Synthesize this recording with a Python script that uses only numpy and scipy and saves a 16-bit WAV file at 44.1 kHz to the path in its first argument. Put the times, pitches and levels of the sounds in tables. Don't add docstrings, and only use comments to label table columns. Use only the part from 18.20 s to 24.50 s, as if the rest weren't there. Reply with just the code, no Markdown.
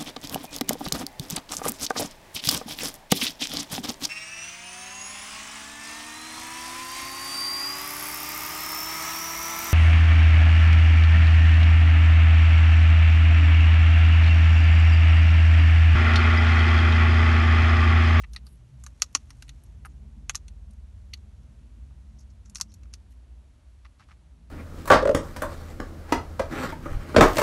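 import sys
import numpy as np
from scipy import signal
from scipy.fft import rfft, irfft
from scipy.io import wavfile
from scipy.ndimage import uniform_filter1d

SR = 44100
rng = np.random.default_rng(int(sys.argv[2]) if len(sys.argv) > 2 else 0)


def wrap_up_sound(samples):
    columns = np.atleast_2d(samples).T
    tamed = np.clip(columns, -1, 1)
    steps = np.round(tamed * 32767).astype(np.int16)
    wavfile.write(sys.argv[1], SR, steps)


def makeup_ratio(level_db):
    decades = np.asarray(level_db, float) / 20
    return 10 ** decades


N = 277830
SNAP_LENGTH, LEAD = 4096, 256


def curve(table, column, outside=None):
    rows = np.array(table)
    return np.interp(np.arange(N) / SR, rows[:, 0], rows[:, column], left=outside, right=outside)


def coloured(spectrum, lo_hz, hi_hz):
    hz, points = np.fft.rfftfreq(N, 1 / SR) + 1e-3, np.array(spectrum)
    gain_db = np.interp(np.log(hz), np.log(points[:, 0]), points[:, 1])
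    bins = rfft(rng.standard_normal(N)) * makeup_ratio(gain_db)
    in_band = (hz > lo_hz) & (hz < hi_hz)
    return irfft(bins, N) / np.std(irfft(bins * in_band, N))


def walk(rate):
    hold = int(SR / rate)
    steps = np.repeat(rng.standard_normal(N // hold + 1), hold)
    return 1.3 * uniform_filter1d(uniform_filter1d(steps, hold), hold)[:N]


def microphone_hiss():
    # (frequency [Hz], level [dB per Hz]), then its overall level [dB]
    hiss_spectrum, hiss_db = [(290, -34.5), (500, -6.5), (528, -9), (596, -2), (848, -11.5), (919, -5.5),
                              (1020, -7.5), (1940, -11.5), (2160, -12), (2710, -12.5), (3110, -13.5),
                              (4860, -16), (9050, -20), (11600, -22.5), (12700, -40.5), (16500, -72),
                              (22000, -120)], -72
    return makeup_ratio(hiss_db + 0.37 * walk(2)) * coloured(hiss_spectrum, 700, 13000)


def rumble():
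    # (frequency [Hz], level [dB per Hz])
    rumble_spectrum = [(15, -35), (25, -11), (48, -5), (76, -5), (92, -7.5), (119, -10), (156, -17),
                       (210, -15), (438, -31.5), (637, -38), (900, -36.5), (1170, -72.5), (1980, -120)]
    # (time [s], level [dB])
    rumble_level = [(0.0, -59), (0.7, -61), (1.1, -60), (5.25, -62), (5.63, -66.5), (6.3, -61)]
    bins = rfft(coloured(rumble_spectrum, 100, 400))
    octave = np.log2(np.fft.rfftfreq(N, 1 / SR) + 1e-3)
    out = 0
    for centre in np.arange(12, 33) / 3:
        patch = irfft(bins * np.clip(1 - 3 * abs(octave - centre), 0, 1), N)
        unrest = np.clip(200 / 2 ** centre, .2, 1)
        out = out + patch * makeup_ratio(unrest * (2.0 * walk(3) + 3.7 * walk(7)))
    return makeup_ratio(curve(rumble_level, 1)) * out


def engines():
    # (time [s], pitch [Hz], level [dB])
    drone_low = [(0.0, 52.93, -40), (0.54, 55.67, -56.5), (0.58, 55.58, -55), (1.26, 50.48, -51),
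                 (1.6, 55, -49), (1.88, 50.11, -47.5), (3.3, 50.51, -51), (3.58, 54.58, -49),
                 (4.46, 52.38, -53.5), (4.61, 56.45, -53.5), (6.23, 54.77, -56.5), (6.3, 55.5, -53)]
    # (time [s], pitch [Hz], level [dB])
    drone_main = [(0.0, 62.4, -45), (0.52, 65.75, -53), (0.63, 64.3, -41.5), (0.79, 59.6, -62),
                  (0.93, 70.52, -58.5), (1.33, 68.24, -50.5), (2.68, 68.08, -45), (3.26, 68.22, -51.5),
                  (3.56, 65.52, -46), (4.25, 65.3, -53), (4.35, 60.64, -50), (4.6, 60.03, -50.5),
                  (5.74, 62.6, -54), (5.84, 67.9, -65), (6.26, 62.6, -53), (6.3, 63.0, -72)]
    # (time [s], length [s], pitch at start [Hz], pitch at end [Hz], level [dB])
    passers = [
        (0, 0.58, 169.1, 178, -65.5),
        (0.506, 0.65, 75, 74.2, -52.5),
        (.8, 1.78, 131.6, 142.3, -59.5),
        (1.296, 0.5, 160.7, 164.3, -64),
        (1.398, 2.06, 83.8, 89.5, -54.5),
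        (2.296, 1.17, 197.4, 213.1, -67.5),
        (3.3, 0.81, 132.9, 133.4, -61),
        (3.302, 1.63, 89.6, 92, -56.5),
        (3.6, 1.1, 211.9, 213, -65.5),
        (4.502, 1.9, 73.92, 71.4, -55.5),
    ]
    # (time [s], half length [s], depth [dB])
    lulls = [
        (0.485, 0.067, -19),
        (.92, 0.06, -9),
        (1.446, 0.028, -14),
        (3.302, 0.052, -6),
        (4.546, 0.024, -9.5),
        (5.36, 0.055, -8.5),
        (5.807, .05, -15),
    ]
    swell_power = 0.55
    t, out = np.arange(N) / SR, 0
    lull = makeup_ratio(sum(db * np.exp(-((t - s) / half) ** 2) for s, half, db in lulls))
    tones = [(curve(table, 1), makeup_ratio(curve(table, 2))) for table in (drone_low, drone_main)]
    for s, length, hz0, hz1, db in passers:
        part = np.clip((t - s) / length, 0, 1)
        swell = np.abs(np.sin(np.pi * part)) ** swell_power * (part < 1)
        tones.append((hz0 + (hz1 - hz0) * part, makeup_ratio(db) * swell))
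    for hz, size in tones:
        phase = 2 * np.pi * np.cumsum(hz * (1 + .01 * walk(10))) / SR
        unsteady = uniform_filter1d(size * makeup_ratio(2.5 * walk(9)), size=1000)
        out = out + np.sqrt(2) * lull * unsteady * np.sin(phase + 6 * rng.random())
    return out


def rustle():
    # (time [s], length [s], level [dB], centre [Hz], width [Hz])
    slides = [(0, 0.042, -59.5, 5460, 7100), (0.125, 0.03, -67.5, 11210, 2200),
              (0.257, 0.096, -69.5, 10600, 3030), (0.261, 0.026, -67, 4160, 2480),
              (0.601, 0.1, -70.5, 5970, 9100), (0.75, 0.24, -74, 5004, 8000),
              (1.003, 0.45, -73, 5030, 9000), (1.168, 0.029, -82, 6950, 5000),
              (1.653, 0.02, -63, 10890, 3000), (1.696, 0.034, -76, 6510, 1499),
              (3.951, 0.037, -82.5, 5727, 1018), (3.99, 0.037, -62, 5800, 1800),
              (3.995, 0.018, -69, 10540, 1994), (4.101, 0.021, -67.5, 5550, 2010),
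              (4.253, 0.03, -66.5, 6220, 1800), (4.487, 0.069, -67, 5580, 1006),
              (4.905, 0.035, -71, 10700, 2486), (4.909, 0.026, -68, 4500, 6036),
              (5.791, 0.049, -66, 2990, 4000), (5.879, 0.057, -67.5, 3000, 4000)]
    out, t = np.zeros(N), np.arange(N) / SR
    grains = rng.standard_normal(N) * makeup_ratio(2.9 * walk(300))
    for s, length, db, hz, width in slides:
        edges = np.clip((hz - width / 2, hz + width / 2), 300, 13000)
        band = signal.sosfilt(signal.butter(2, edges, "bandpass", fs=SR, output="sos"), grains)
        corners = (s - 0.11 * length, s + 0.098 * length, s + 0.53 * length, s + 1.26 * length)
        power = np.interp(t, corners, (0.00054, 0.75, 0.67, 0.0))
        out += makeup_ratio(db) * np.sqrt(power) * band / np.std(band)
    return out


def thuds():
    # (time [s], peak [dB], pitch [Hz], fall by 60 dB [s])
    booms = [
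        (.822, -46, 560, .05),
        (.951, -44, 560, .05),
        (.9515, -36, 280, .06),
        (.952, -42, 330, .04),
        (2.097, -49, 540, .05),
        (4.413, -58, 600, .04),
        (6.12, -60, 270, .25),
        (6.13, -62, 215, .3),
        (6.135, -68, 410, .2),
    ]
    out = np.zeros(N)
    for s, db, hz, t60 in booms:
        start = int(s * SR)
        t = np.arange(min(SR // 2, N - start)) / SR
        push = 1 - np.exp(-t / (0.044 * t60))
        out[start:][:len(t)] += makeup_ratio(db - 60 * t / t60) * push * np.sin(2 * np.pi * hz * t)
    return out


def splinters(s, db, hz):
    mean_gap_s, first_db, fall_db_per_s, scatter_db, detune = 0.0061, -14.5, 899.5, 5.5, .07
    luck = rng.random((3, 3))
    delays = mean_gap_s * np.cumsum(.5 + luck[:, 0])
    flying = []
    for late, scatter, shape in zip(delays, *(2 * luck[:, 1:].T - 1)):
        level = db + first_db - fall_db_per_s * late + scatter_db * scatter
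        flying.append((s + late, level, hz * (1 + detune * (1 + shape))))
    return flying


def creak_slips():
    # (time [s], length [s], wall knock [dB], paper [dB rel], shell [dB rel])
    creaks = [
        (0.037, 0.01, -53, 6.5, -13.5),
        (1.65, .014, -45, -14, -18),
        (2.934, 0.00392, -67.5, 19.5, -11),
        (3.708, .003, -69.5, -21, -19.5),
        (4.6547, 0.0022, -68, -5, -9),
        (5.649, 0.016, -55.5, -1.5, -10.5),
        (5.797, .016, -53.5, -19, -12.5),
        (5.809, 0.022, -58.5, -3, -16.5),
        (5.8877, 0.029, -58.5, -19, -21.5),
        (5.91, 0.016, -55.5, -2.5, -14),
    ]
    fade_db, scatter_db, tick_db, shell_hz = -3.5, 4, -27, 5200
    slips = []
    for s, length, db, paper, shell in creaks:
        luck = rng.random((4, 2))
        for k, (nudge, scatter) in enumerate(luck):
            part = (k + (k > 0) * (nudge - .5) / 2) / (len(luck) - 1)
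            level = db + shell + fade_db * part + scatter_db * (2 * scatter - 1)
            slips.append((s + length * part, level, -shell, paper - shell, tick_db - shell, shell_hz))
    return slips


def touches():
    # (time [s], shell ring [dB], wall knock [dB rel], paper [dB rel], tick [dB rel])
    taps = [(0.1333, -57, -18, 1, 3), (0.148, -61.5, .1, 1.5, -3), (0.798, -71.5, -3.5, 7, 5),
            (0.8622, -67, -8, -1.5, -9), (0.9276, -66.5, -9, -4, -0.5), (1.095, -72.5, 4.5, 1, 4),
            (1.1701, -80, -6, -8, 7), (1.222, -68, -6, 8, 7), (1.2806, -68.5, -0.5, 11, 6),
            (1.4364, -69.5, -5.5, -8, 10), (1.463, -69, -12, -19.5, -14), (2.088, -68, -16, -9, -11),
            (2.136, -64, -13, -8, -5.5), (1.655, -56.5, -10.5, -16, 6), (2.1743, -57, -9, -3, -10),
            (2.5087, -68, -15.5, -7, 4), (2.5327, -72, -8, -11, 1), (2.9739, -68.5, -4, -2, -12.5),
            (3.2326, -72, -12.5, -7.5, -14), (4.258, -59, -8.5, -6.5, -21), (4.519, -61, -20.5, -3, -12),
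            (4.633, -61.5, -5, -2, -13), (4.7306, -60.5, -5.5, -9, -10), (4.7498, -62.5, -12, -8, -6.5)]
    # (time [s], shell ring [dB], wall knock [dB rel], paper [dB rel], shell pitch [Hz])
    cracks = [(0.135, -51, -13, -13, 5200), (0.1624, -40.5, -7.5, 5, 4740),
              (0.2673, -51.5, -10, -11.5, 4300), (0.6382, -45, -11.5, -17, 6540),
              (0.6643, -42, -5.5, -8.5, 5840), (0.82, -15, -15, -8, 6006), (.9501, -16, -11, -7, 5970),
              (1.1049, -48.5, -4.5, -2, 5700), (1.2238, -46.5, -3.5, -1.5, 6030),
              (1.2919, -48, -9, 2, 5900), (2.0954, -25.5, -6, -2.5, 6700), (2.1477, -41, -1, 1, 5906),
              (2.1542, -25.5, -24, -13, 6272), (2.2816, -52, -14, -0.5, 6320),
              (2.9365, -42.5, -17, 7, 5990), (4.2977, -51.5, -22, -14, 6425), (4.3488, -41, -20, -16, 6600),
              (4.3564, -32, -18.5, -8.5, 5950), (4.3692, -40.5, -24, -12, 6030),
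              (4.383, -48.5, -10, -10, 6100), (4.4, -42.5, -4, -12, 5760), (4.4116, -22, -18.5, -11, 5700),
              (4.54, -53, -24.5, -9, 6340), (4.7379, -39.5, -16, -8, 5760)]
    sharp = [(*tap, 6100) for tap in taps]
    for s, db, wall, paper, hz in cracks:
        tick = -10.5 - 0.26 * (db + 36)
        sharp.append((s, db, wall, paper, tick, hz))
        for splinter_s, level, splinter_hz in splinters(s, db, hz):
            sharp.append((splinter_s, level, wall + 1, paper + 1, tick, splinter_hz))
    return sharp, creak_slips()


def ring(burst, modes, scatter_db, detune):
    hz = np.fft.rfftfreq(SNAP_LENGTH, 1 / SR) + 1e-3
    chance = rng.standard_normal((len(burst), len(modes), 2))
    response = 0
    for k, (f, width, db) in enumerate(modes):
        centre = f * (1 + detune * chance[:, k, :1])
        gain = (-1) ** k * makeup_ratio(db + scatter_db * chance[:, k, 1:])
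        response = response + gain / (1 + 1j * (hz / centre - centre / hz) * f / width)
    edges = (.85 * modes[0][0], 1.4 * modes[-1][0])
    span = signal.butter(2, edges, "bandpass", fs=SR, output="sos")
    response = response * signal.sosfreqz(span, hz, fs=SR)[1]
    y = irfft(rfft(burst, axis=1) * response, SNAP_LENGTH, axis=1)
    early = y[:, :LEAD + SR * 3 // 1000]
    return y / np.sqrt(np.mean(early ** 2, axis=1, keepdims=True) * 3)


def snaps():
    # (frequency [Hz], width [Hz], level [dB])
    shell_modes = [(4620, 200, 7), (5530, 500, 2.5), (6370, 740, 3.5), (7320, 1800, 4), (7840, 900, 2.5)]
    # (frequency [Hz], width [Hz], level [dB])
    wall_modes = [(816, 150, -3.5), (1189.6, 200, 5.5), (1480, 600, 1.5), (1800, 150, -3.5)]
    # (frequency [Hz], width [Hz], level [dB])
    paper_modes = [(1910, 250, 0), (2730, 480, 0.41), (3450, 340, -0.95), (4000, 450, -0.53),
                   (4500, 170, 0.81)]
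    # (frequency [Hz], width [Hz], level [dB])
    tick_modes = [(8400, 330, -1.6), (8950, 1000, -2), (11420, 560, 1), (11550, 700, -1.7)]
    sharp, slips = touches()
    columns = np.transpose([*sharp, *slips])
    s, db, wall_db, paper_db, tick_db, shell_hz = (c[:, None] for c in columns)
    t = (np.arange(SNAP_LENGTH) - LEAD) / SR
    after = np.maximum(t, 0)
    chance = rng.standard_normal((len(s), 2, SNAP_LENGTH))
    grains = chance[:, 0] * makeup_ratio(5.0 * chance[:, 1])
    answer = 1 - np.exp(-(after / .0013) ** 2)
    echoes = makeup_ratio(-21.5) * answer * (makeup_ratio(-60 * after / 0.026) + makeup_ratio(-35.5 - 60 * after / 0.16))
    lead_in = (t < 0) * makeup_ratio(-45 + 60 * t / .015)
    burst = grains * (echoes + lead_in)
    burst[:, LEAD] = np.clip(makeup_ratio(0.11 * (db[:, 0] + 32)), 0, 1.3)
    burst[len(sharp):, LEAD] = 1.6
    shell = [(f, width, mode_db - 5.0 * ((f - shell_hz) / 1000) ** 2) for f, width, mode_db in shell_modes]
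    paper = []
    for f, width, mode_db in paper_modes:
        paper.append((f, width, mode_db - 0.82 * (wall_db + 4) * np.log2(f / 3200)))
    parts = ((shell, 0), (wall_modes, wall_db), (paper, paper_db), (tick_modes, tick_db))
    sound = makeup_ratio(db) * sum(makeup_ratio(rel) * ring(burst, modes, scatter_db=2.5, detune=0.0095) for modes, rel in parts)
    fade = np.cos(np.pi / 2 * after / t[-1])
    out = np.zeros(N + SNAP_LENGTH)
    np.add.at(out, (s * SR).astype(int) - LEAD + np.arange(SNAP_LENGTH), sound * fade)
    return out[:N]


def scene():
    background = microphone_hiss() + rumble() + engines()
    bird = rustle() + thuds() + snaps()
    return (background + bird)[None]


def top_cut(x):
    return signal.sosfilt(signal.butter(12, 12850, fs=SR, output="sos"), x)


def record(dry):
    # (frequency [Hz], width [Hz], level [dB])
    port_bands = [(4980, 300, -2.5), (11200, 330, 1.5)]
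    hz = np.fft.rfftfreq(N, 1 / SR)
    port_db = sum(db * np.exp(-((hz - f) / width) ** 2) for f, width, db in port_bands)
    x = irfft(rfft(dry) * makeup_ratio(port_db), N)
    x = signal.sosfilt(signal.butter(4, 42, "highpass", fs=SR, output="sos"), x)
    x = signal.sosfilt(signal.cheby2(10, 60, 13400, fs=SR, output="sos"), x)
    return top_cut(x)


dry = scene()
out = record(dry)
wrap_up_sound(out)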